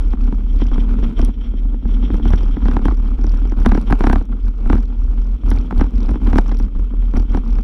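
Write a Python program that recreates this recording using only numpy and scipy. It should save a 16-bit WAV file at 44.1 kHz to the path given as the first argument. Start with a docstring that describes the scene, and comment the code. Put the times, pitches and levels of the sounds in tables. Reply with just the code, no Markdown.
"""A deep, rattling shudder: a mountain bike coasts down a stony trail, heard from the handlebar.
Bumps set a camera mount there swinging about 38 times a second. It ticks and rubs as it swings
and slams into its stop on the big hits, while cables tap the bar. The tyres drum through the frame
and crunch the gravel, a brake disc brushes its pads, and a few stones ping off metal."""
import sys
import numpy as np
from scipy import signal
from scipy.fft import rfft, irfft, next_fast_len
from scipy.io import wavfile

SR = 44100
rng = np.random.default_rng(int(sys.argv[2]) if len(sys.argv) > 2 else 0)


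def master_out(mix):
    """Clip the mix to full scale and print it as 16-bit PCM to the path in sys.argv[1]."""
    frames = np.transpose(np.atleast_2d(mix))
    ceiling = np.clip(frames, -1, 1)
    pcm = np.round(ceiling * 32767).astype(np.int16)
    wavfile.write(sys.argv[1], SR, pcm)


N = 336483
JOSTLES_PER_S = 20   # small random jolts that never let the mount rest

# Blows on the mount and fork: start_s, thump_db, clack_db
KNOCKS = [(0.136, -13, -21.5), (0.326, -10.5, -24.5), (0.6196, -7, -21.5), (0.7166, -14, -27),
          (0.7814, -9, -22), (0.989, -16.5, -29), (1.0292, -10.5, -27.5), (1.092, -21, -42),
          (1.195, -11, -21.5), (1.228, -11.5, -28), (1.283, -16.5, -33), (1.539, -19, -40),
          (1.745, -17, -33.5), (1.8552, -15, -30), (2.039, -18.5, -37), (2.104, -9.5, -23),
          (2.1439, -9.5, -26.5), (2.199, -14, -28), (2.2558, -11.5, -19.5), (2.336, -5.5, -13.5),
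          (2.433, -14.5, -33), (2.5697, -10.5, -23.5), (2.657, -11.5, -19.5), (2.686, -7, -22),
          (2.768, -6, -12), (2.793, -14, -27), (2.856, -2.5, -14), (2.884, -9.5, -14), (2.922, -13, -27),
          (3.19, -16.5, -30), (3.2441, -10.5, -24), (3.454, -19.5, -30), (3.5222, -12, -24),
          (3.6622, 1, -3.5), (3.7199, -6.5, -11), (3.7512, -6.5, -14.5), (3.777, -6, -16), (3.909, -8, -17),
          (3.926, -1.5, -4.5), (4.0079, -4.5, -12), (4.0413, -4.5, -9), (4.0705, -2, -6),
          (4.0995, -3.5, -8.5), (4.1311, -4, -6.5), (4.159, -8.5, -11.5), (4.214, -19.5, -28),
          (4.66, -19, -26), (4.7009, -3, -11), (4.7309, -5, -11), (4.756, -9, -22.5), (4.783, -19, -28.5),
          (5.5163, -10.5, -23), (5.7103, -18, -16), (5.726, -10, -21), (5.8126, -3, -10.5),
          (5.842, -14, -25), (6.033, -19, -39), (6.0925, -15, -21.5), (6.116, -11.5, -31),
          (6.1578, -11.5, -22.5), (6.2759, -11, -23), (6.3321, -7, -14), (6.359, -3, -14),
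          (6.3856, 0.5, -3), (6.522, -12.5, -26), (6.6008, -15, -26), (6.761, -20, -37), (6.795, -19, -34),
          (6.938, -17, -41), (7.139, -11, -23.5), (7.173, -9.5, -21), (7.2, -15.5, -30),
          (7.3485, -7.5, -16), (7.375, -12, -21), (7.558, -23, -34), (7.587, -16, -26)]
# A mode is a tone that a struck thing rings at. The bike frame: pitch_hz, width_hz, level_db
FRAME_MODES = [(113, 81, -11), (154, 32, -40.5), (198, 62, -5), (241.2, 31.6, 4.5), (277, 51, -4),
               (400, 130, -56)]
# Tones of cables and loose parts: pitch_hz, width_hz, level_db
LOOSE_PART_MODES = [(560, 130, -6), (790, 170, 1), (990, 170, -1), (1240, 160, -5), (1470, 160, -5),
                    (2250, 350, -15), (2750, 300, -19), (3600, 600, -22)]
# Tones of clacking stones: pitch_hz, width_hz, level_db
STONE_MODES = [(760, 410, 0), (1260, 430, 3.5), (1451, 353, 0.5), (2250, 240, -12.5), (3060, 910, -15.5)]


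def swing_width(attack_s=0.049, release_s=0.046, jostle_db=-26, stall_db=-9, stall_half_s=0.012):
    """How wide the mount swings: it builds on each rough patch, holds, then dies down."""
    # Rough patches of trail: start_s, length_s, swing_db
    bumps = [(0.007, 0.12, -14.5), (0.217, 0.043, -12), (0.359, 0.15, -16.5), (0.527, 0.32, -11.5),
             (0.878, 0.16, -13), (1.194, 0.086, -10.5), (1.581, 0.19, -16.5), (1.877, .14, -13.5),
             (2.131, .02, -10), (2.257, 0.089, -9), (2.42, 0.1, -13.5), (2.598, .03, -19),
             (2.657, 0.096, -9.5), (2.84, .25, -13.5), (3.142, 0.063, -15.5), (3.216, .30, -13.5),
             (3.595, 0.17, -10), (3.909, 0.017, -10.5), (4.03, .17, -9), (4.299, 0.024, -17),
             (4.459, 0.023, -12.5), (4.574, .06, -16), (4.667, 0.096, -9), (4.828, 0.17, -17),
             (5.016, 0.32, -16.5), (5.476, .11, -10), (5.777, 0.043, -8), (5.961, 0.19, -14),
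             (6.249, .15, -8.5), (6.457, .19, -14.5), (6.765, 0.2, -19.5), (6.996, 0.081, -14.5),
             (7.165, 0.026, -8.5), (7.311, 0.06, -10), (7.488, 0.096, -13.5)]
    # Jolts against the swing that stall it for a moment: time_s
    stalls = [0.164, 0.703, 0.861, 0.952, 1.011, 1.138, 1.81, 2.11, 2.201, 2.571, 3.169, 3.55, 5.426, 5.697,
              5.909, 6.161, 7.42]
    t, width = np.arange(N) / SR, np.zeros(N)
    for s, length_s, db in bumps:
        attack = np.clip(1 + (t - s) / attack_s, 0, 1)
        release = np.exp(-np.maximum(t - s - length_s, 0) / release_s)
        width = np.maximum(width, from_db(db) * attack * release)
    in_step, out_of_step = (from_db(jostle_db) * drift(JOSTLES_PER_S) for _ in range(2))
    dip_db = stall_db * sum(hump(s, stall_half_s) for s in stalls)
    return np.hypot(width + in_step / 2, out_of_step) * from_db(wheel_load_db() + dip_db)


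def swing_turns(swing, natural_hz=40.8, sag_hz=10, wander_hz=1.0):
    """A running count of the mount's swings: slower when wide, and in step with the knocks."""
    turns = np.cumsum(natural_hz - sag_hz * swing + wander_hz * drift(JOSTLES_PER_S)) / SR
    knock_s = np.sort([s for s, _, _ in KNOCKS])
    # Each knock lands 2/9 of a swing after the crest.
    shift = np.unwrap(2 / 9 - turns[(knock_s * SR).astype(int)], period=1)
    return turns + np.interp(np.arange(N) / SR, knock_s, shift)


def mount_shudder(swing, turns, swing_db, overtone_db, buffet_db, stop_db):
    """The deep shudder: wide swings meet the stop and grow lopsided, and air buffets the case."""
    # Rumble of air on the case: pitch_hz, level_db
    buffet_spectrum = [(16, 21), (28, 19.5), (52, 29.5), (75, 16.5), (130, -8), (300, -54)]
    angle = 2 * np.pi * turns
    travel = swing / (1 + (swing / from_db(stop_db)) ** 4) ** (1 / 4)
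    shudder = np.sqrt(2) * travel * from_db(swing_db) * np.cos(angle)
    lopsided = -from_db(overtone_db) * swing ** 3 * np.cos(2 * angle)
    air = rms_one(coloured(rng.standard_normal(N), buffet_spectrum))
    return shudder + lopsided + from_db(buffet_db) * np.cbrt(swing) * air


def mount_ticks(swing, turns, tick_db, growth, slip_s, spurt_db=2.6, spread_db=2):
    """The joint slips with a tick once a swing, just after the crest, louder on wide swings."""
    # How the ticking rises and falls along the trail: time_s, gain_db
    ticking = [(0, -7), (.25, -4), (.5, -13), (.65, 0.5), (1.05, -9), (1.65, -14.5), (2.14, -11),
               (2.27, -1), (2.5, -1.5), (2.75, -1.5), (2.96, -7), (3.06, -1.5), (3.15, -10), (3.25, 4.5),
               (3.4, -3.5), (4.5, -7), (4.72, -8), (4.85, 4), (4.93, -11), (5.25, -3.5), (5.4, -8),
               (5.58, -3), (5.8, -5), (6.07, 1), (6.2, -3), (6.6, 1), (6.82, -15), (7.15, -1.5), (7.6, -1)]
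    # Tones of the joint: pitch_hz, width_hz, level_db
    joint_modes = [(2300, 500, -3), (3900, 700, -6), (4500, 550, -2), (5100, 500, -3), (5680, 280, 2.5)]
    out, t = np.zeros(N), np.arange(SR // 60) / SR
    ticking_db = tick_db + in_time(ticking)[0] + spurt_db * drift(12)
    for at in np.flatnonzero(np.diff(np.floor(turns - 1 / 12)) > 0):
        level_db = ticking_db[at] + growth * 20 * np.log10(swing[at]) + spread_db * rng.normal()
        start_s = at / SR + 0.00075 * rng.normal()
        add(out, start_s, resonate(burst(t, slip_s), joint_modes), level_db)
    return signal.sosfilt(signal.butter(12, 6050, fs=SR, output="sos"), out)


def mount_rub(swing, turns, rub_db, growth):
    """Dusty plastic rubs on both strokes of the swing."""
    # Hiss of rubbing plastic: pitch_hz, level_db
    rub_spectrum = [(2500, -17), (4000, -7), (7000, -8), (9400, -2), (12000, -9), (15000, -13)]
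    stroke = np.sin(2 * np.pi * (turns + 1 / 9)) ** 4
    friction = rms_one(coloured(grains(500, 2.8), rub_spectrum))
    return from_db(rub_db) * swing ** growth * (0.054 + stroke) * friction


def knocks(thump_gain_db, crack_gain_db, frame_db, chatter_db):
    """The mount touches its stop lightly, then slams home; the frame rings and loose parts chatter."""
    # Low tones of the thump: pitch_hz, width_hz, level_db
    thump_modes = [(173, 76, 0), (309.4, 55, 6), (372.6, 63, -2.5)]
    # Higher tones of the slam: pitch_hz, width_hz, level_db
    slam_modes = [(770, 170, 1), (960, 200, -4), (1250, 260, -9), (1500, 280, -5), (1950, 400, -15),
                  (2750, 500, -19), (3550, 800, -20)]
    # The sharp crack on top: pitch_hz, level_db
    crack_spectrum = [(1250, -2.5), (2500, -4.5), (4000, -3.5), (5000, -16), (5600, -0.5), (6500, -16.5),
                      (11000, -19.5), (15000, -28.5)]
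    out, t = np.zeros(N), np.arange(SR // 10) / SR
    blow, lead_s, rise_s = signal.unit_impulse(len(t)), .004, .0002
    for s, thump_db, clack_db in KNOCKS:
        touch_s, slam_s = s - lead_s, s - rise_s
        add(out, touch_s, strike(blow, thump_modes, corner_hz=400, in_phase=True), thump_db - 23)
        add(out, touch_s, strike(burst(t, 0.0025), STONE_MODES, corner_hz=2350), clack_db - 13)
        thump = strike(blow, thump_modes, corner_hz=610, in_phase=True)
        add(out, slam_s, thump, thump_db + thump_gain_db)
        bright_hz = 1520 * 2 ** (clack_db / 29)   # lighter knocks are duller
        add(out, slam_s, strike(blow, slam_modes, bright_hz, in_phase=True), clack_db + 1.5)
        add(out, s, strike(blow, FRAME_MODES, corner_hz=350), thump_db + frame_db)
        chatter = burst(t - lead_s, .007) + .16 * burst(t, .02)   # with a fainter, longer jangle
        add(out, touch_s, strike(chatter, LOOSE_PART_MODES, corner_hz=2010), clack_db + chatter_db)
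        crack = burst(t, .0012) + burst(t - lead_s, .0016) + .06 * burst(t - lead_s, .012)
        add(out, touch_s, coloured(crack, crack_spectrum), 1.36 * clack_db + crack_gain_db)
    return out


def cable_rattle(swing, turns, rattle_db, growth, return_db):
    """Cables and levers tap the handlebar at both ends of a swing, hard only when it is wide."""
    out, t = np.zeros(N), np.arange(SR // 25) / SR
    for at in np.flatnonzero(np.diff(np.floor(2 * turns)) > 0):
        returning = np.floor(2 * turns[at + 1]) % 2
        level_db = rattle_db + growth * 20 * np.log10(swing[at])
        level_db += returning * return_db + 3 * rng.normal()
        start_s = at / SR + returning * .003 + 0.001 * rng.normal()
        add(out, start_s, strike(burst(t, 0.0014), LOOSE_PART_MODES, corner_hz=3400), level_db)
    return out


def tyres(swing, drum_gain_db, crunch_gain_db, patchy_db, pebble_db, crush_s):
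    """Stones drum through the tyres into the frame, pebbles clack and grit crunches in clumps."""
    # Roughness of the ground: time_s, drum_db, crunch_db
    ground = [(0.0, -35.5, -44), (0.57, -35.5, -48.5), (0.76, -34.5, -44.5), (1.1, -28.5, -40.5),
              (1.27, -33, -47), (1.42, -35, -44.5), (1.72, -35.5, -51), (2.17, -29, -44.5),
              (2.51, -35.5, -45), (2.76, -31, -41.5), (2.97, -37.5, -47.5), (3.27, -35, -44),
              (3.53, -34, -46.5), (3.85, -28.5, -38), (4.06, -50, -38.5), (4.25, -29, -44.5),
              (4.42, -39.5, -51), (4.61, -34.5, -46), (5.01, -37, -48.5), (6.12, -31.5, -42.5),
              (6.23, -32, -43.5), (6.44, -33, -42.5), (6.69, -35, -47), (7.01, -38.5, -50),
              (7.31, -34, -44), (7.63, -36.5, -45.5)]
    drum_db, crunch_db = in_time(ground) + 0.49 * wheel_load_db()
    bump_db = 20 * np.log10((1 + swing / np.mean(swing)) / 2)   # bumps press the tyres harder
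    drum_db += 0.98 * bump_db + drum_gain_db
    crunch_db += bump_db + crunch_gain_db
    pebbles = grains(100, 2.0)
    jolts = soften(pebbles + 0.29 * grains(1500, 0.75), corner_hz=430)
    drum = rms_one(resonate(jolts, FRAME_MODES))
    # Each pebble grinds for a moment, fading over crush_s.
    crushing = signal.lfilter([1], [1, -np.exp(-1 / (crush_s * SR))], np.abs(pebbles) + 1e-18)
    contacts = soften(crushing * grains(3000, 0.89), corner_hz=3020)
    clacks = rms_one(resonate(contacts, STONE_MODES))
    # Crunch of crushed grit: pitch_hz, level_db
    grit_spectrum = [(270, -8.5), (430, 8), (640, -11.5), (880, -6), (1100, -10), (1400, -6.5),
                     (1800, -23.5), (2300, -13.5), (4000, -25.5), (7000, -33.5), (15000, -43.5)]
    clumps = grains(3500, 3.2) * from_db(patchy_db * drift(110))
    grit = rms_one(coloured(clumps, grit_spectrum))
    return from_db(drum_db) * drum + from_db(crunch_db) * (grit + from_db(pebble_db) * clacks)


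def wheel_load_db():
    """Weight on the wheels: full, except when they go light after a bump."""
    # Hops of the bike: middle_s, half_length_s, dip_db
    hops = [(1.337, 0.028, -7), (1.787, 0.032, -1.5), (3.862, 0.033, -2), (3.968, .02, -2.5),
            (4.263, 0.035, -17.5), (4.403, 0.023, 0), (4.545, 0.035, -6.5), (5.386, 0.032, -2.5),
            (5.9, 0.043, -4), (6.707, 0.035, -3.5), (7.275, 0.016, -7)]
    return sum(db * hump(s, half_s) for s, half_s, db in hops)


def squeezed_stones(gain_db, grind_s):
    """Larger stones are squeezed out from under the tyres, each in a short run of clacks."""
    # Stones under the tyres: start_s, level_db
    stones = [(0.598, -28.5), (0.82, -31), (0.89, -25), (2.271, -24), (2.302, -19), (2.601, -33),
              (2.621, -28), (2.658, -26), (2.682, -13), (2.71, -17.5), (2.722, -30), (2.883, -22),
              (2.908, -16), (3.269, -25), (3.596, -34), (3.648, -18), (3.69, -13), (3.714, -21),
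              (3.744, -23), (3.768, -29), (3.988, -23), (4.179, -29), (4.32, -27), (4.925, -34),
              (5.513, -16), (5.565, -25), (5.796, -16), (6.081, -29), (6.143, -26), (6.229, -29),
              (6.269, -18), (6.301, -24), (6.459, -24), (6.49, -23), (6.514, -17), (7.023, -31.5),
              (7.154, -25), (7.165, -16), (7.37, -24)]
    out, t = np.zeros(N), np.arange(SR // 25) / SR
    for s, level_db in stones:
        contacts = burst(t, grind_s) * (0.06 + (rng.random(len(t)) < 1800 / SR))
        add(out, s, strike(contacts, STONE_MODES, corner_hz=3430), level_db + gain_db)
    return out


def hollow_knock(start_s, peak_db, pitch_hz, width_hz):
    """One blow sets a hollow part of the bike ringing briefly."""
    out = np.zeros(N)
    add(out, start_s, resonate(signal.unit_impulse(SR // 8), [(pitch_hz, width_hz, 0)]), peak_db)
    return out


def stone_pings(gain_db, snap_s):
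    """Small stones snap against metal; the harder the contact, the brighter the ping."""
    # Flung stones: start_s, level_db, brightness_hz
    pings = [(1.2158, -22, 4200), (1.2482, -22, 14000), (1.258, -35, 5500), (2.855, -29, 9000),
             (3.659, -26, 12000), (3.814, -32, 9000), (3.9077, -31, 15000), (3.993, -35, 13020),
             (4.056, -33, 14000), (4.068, -30, 14000), (5.5036, -22, 12100), (6.107, -35, 7974),
             (6.371, -31, 14030), (6.4933, -36, 7000), (6.5891, -31.5, 13040), (7.177, -31, 6986)]
    # Tones of the metal: pitch_hz, width_hz, level_db
    metal_modes = [(3400, 1400, -3), (5640, 600, 2), (8800, 1100, -4), (10300, 900, -1), (12200, 1100, -8),
                   (14200, 1000, -9)]
    out, t = np.zeros(N), np.arange(SR // 20) / SR
    for s, level_db, bright_hz in pings:
        snap = soften(burst(t, snap_s), bright_hz)
        add(out, s, resonate(snap, metal_modes), level_db + gain_db)
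    return out


def brake_disc(gain_db, flutter_db, wobble_db):
    """The dusty disc brushes its pads and rings faintly, louder when the wheel flexes."""
    # Light, steady brushing: time_s, level_db
    brushing = [(0.0, -58), (0.53, -58.5), (0.85, -55), (1.61, -57), (2.25, -51), (3.31, -60), (3.95, -67),
                (4.29, -69), (6.14, -56.5), (6.33, -62), (6.84, -62), (7.63, -59)]
    # Harder grazes: middle_s, half_length_s, level_db
    grazes = [(0.614, 0.017, -43), (0.8, .014, -53), (1.039, 0.018, -45), (1.216, 0.035, -42),
              (1.483, 0.025, -56), (1.573, 0.025, -54.5), (2.238, 0.0081, -54), (2.383, 0.011, -39),
              (2.672, .012, -54), (2.858, 0.018, -44), (3.882, 0.011, -42)]
    # Ring of the disc: pitch_hz, level_db
    disc_spectrum = [(1400, -7.5), (2200, -3), (2920, -4.5), (3150, 7), (3600, -2.5), (3850, -10.5),
                     (5000, -23), (5650, -5.5), (6200, -47.5), (10000, -46.5), (15000, -40.5)]
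    pressure = from_db(in_time(brushing)[0] + gain_db + wobble_db * drift(7.5))
    pressure += sum(from_db(db) * hump(s, half_s) for s, half_s, db in grazes)
    friction = rng.standard_normal(N) * from_db(flutter_db * drift(70))
    return pressure * rms_one(coloured(friction, disc_spectrum))


def strike(force, modes, corner_hz, in_phase=False):
    """One blow, each a little different; tones that start together (in phase) give a hard spike."""
    return resonate(soften(force, corner_hz), modes, scatter_db=1.8, detune=.055, in_phase=in_phase)


def resonate(x, modes, scatter_db=0, detune=0, in_phase=False):
    """Ring a body's tones; where it is hit can scatter their strength and pitch."""
    out = np.zeros(len(x))
    for k, (hz, width_hz, db) in enumerate(modes):
        decay = np.exp(-np.pi * width_hz / SR)
        angle = 2 * np.pi * hz * np.exp(detune * rng.normal()) / SR
        sign = 1 if in_phase else (-1) ** k
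        gain = sign * from_db(db + scatter_db * rng.normal()) * (1 - decay ** 2) / 2
        feedback = [1, -2 * decay * np.cos(angle), decay ** 2]
        out += gain * signal.lfilter([1, 0, -1], feedback, x + 1e-18)
    return out


def soften(x, corner_hz):
    """A soft contact carries little treble above corner_hz."""
    return signal.sosfilt(signal.butter(2, min(corner_hz, .45 * SR), fs=SR, output="sos"), x + 1e-18)


def coloured(x, spectrum):
    """Make each pitch in a sound louder or softer, following a spectrum."""
    hz, db = np.transpose(spectrum)
    size = next_fast_len(len(x))
    f = np.maximum(np.fft.rfftfreq(size, 1 / SR), 1)
    gain = from_db(np.interp(np.log(f), np.log(hz), db)) * np.minimum(f / hz[0], 1) ** 2
    return irfft(rfft(x, size) * gain, size)[:len(x)]


def grains(per_s, spread_db):
    """Random clicks, mostly small and now and then large."""
    sizes = from_db(spread_db * np.minimum(rng.exponential(1, N), 4)) * rng.choice([-1, 1], N)
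    return sizes * (rng.random(N) < per_s / SR)


def burst(t, fade_s):
    """Noise that starts at t = 0 and dies away."""
    return rng.standard_normal(len(t)) * (t >= 0) * np.exp(-np.abs(t) / fade_s)


def drift(per_s):
    """A random curve of typical size 1 that wanders about per_s times a second."""
    steps = rng.standard_normal(N // 20)
    return rms_one(np.interp(np.arange(N) / SR * per_s, np.arange(len(steps)), steps))


def hump(middle_s, half_s):
    """A smooth rise to 1 and back to 0."""
    return np.exp(-((np.arange(N) / SR - middle_s) / half_s) ** 2)


def in_time(rows):
    """Join a table's timed points with straight lines, one curve for each value column."""
    s, *columns = np.transpose(rows)
    return [np.interp(np.arange(N) / SR, s, c) for c in columns]


def add(out, s, sound, peak_db):
    """Mix a short sound in at time s with the given peak."""
    at = int(np.clip(round(s * SR), 0, N - 1))
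    out[at:at + len(sound)] += (from_db(peak_db) * sound / np.max(np.abs(sound)))[:N - at]


def from_db(db):
    """Turn decibels into a number to multiply by."""
    return 10 ** (np.asarray(db) / 20)


def rms_one(x):
    """Scale a signal so its typical size (rms) is 1."""
    return x / np.sqrt(np.mean(x ** 2) + 1e-20)


def scene():
    """Everything as it reaches the handlebar, in one channel."""
    swing = swing_width()
    turns = swing_turns(swing)
    mix = mount_shudder(swing, turns, swing_db=2.0, overtone_db=9.0, buffet_db=-18.5, stop_db=-12)
    # The larger the growth, the faster a sound gets louder as the swing widens.
    mix += mount_ticks(swing, turns, tick_db=-19.5, growth=1.4, slip_s=.0008)
    mix += mount_rub(swing, turns, rub_db=-36, growth=2.52)
    mix += cable_rattle(swing, turns, rattle_db=-3.0, growth=3.69, return_db=5.0)
    mix += knocks(thump_gain_db=-5.5, crack_gain_db=-18.5, frame_db=-7.5, chatter_db=-14.5)
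    mix += tyres(swing, drum_gain_db=4.5, crunch_gain_db=-1, patchy_db=2, pebble_db=-3, crush_s=0.0014)
    mix += squeezed_stones(gain_db=-5.5, grind_s=0.0055)
    mix += hollow_knock(start_s=1.193, peak_db=-21, pitch_hz=665, width_hz=55)
    mix += brake_disc(gain_db=-2.5, flutter_db=5.0, wobble_db=2.4)
    mix += stone_pings(gain_db=-3.0, snap_s=0.00096)
    return mix[None]


def record(dry):
    """The loudest peaks are rounded off and the highest treble is cut."""
    rounded = dry / (1 + np.abs(dry) ** 6) ** (1 / 6)
    return signal.sosfilt(signal.cheby2(16, 60, 16100, fs=SR, output="sos"), rounded)


dry = scene()
out = record(dry)
master_out(out)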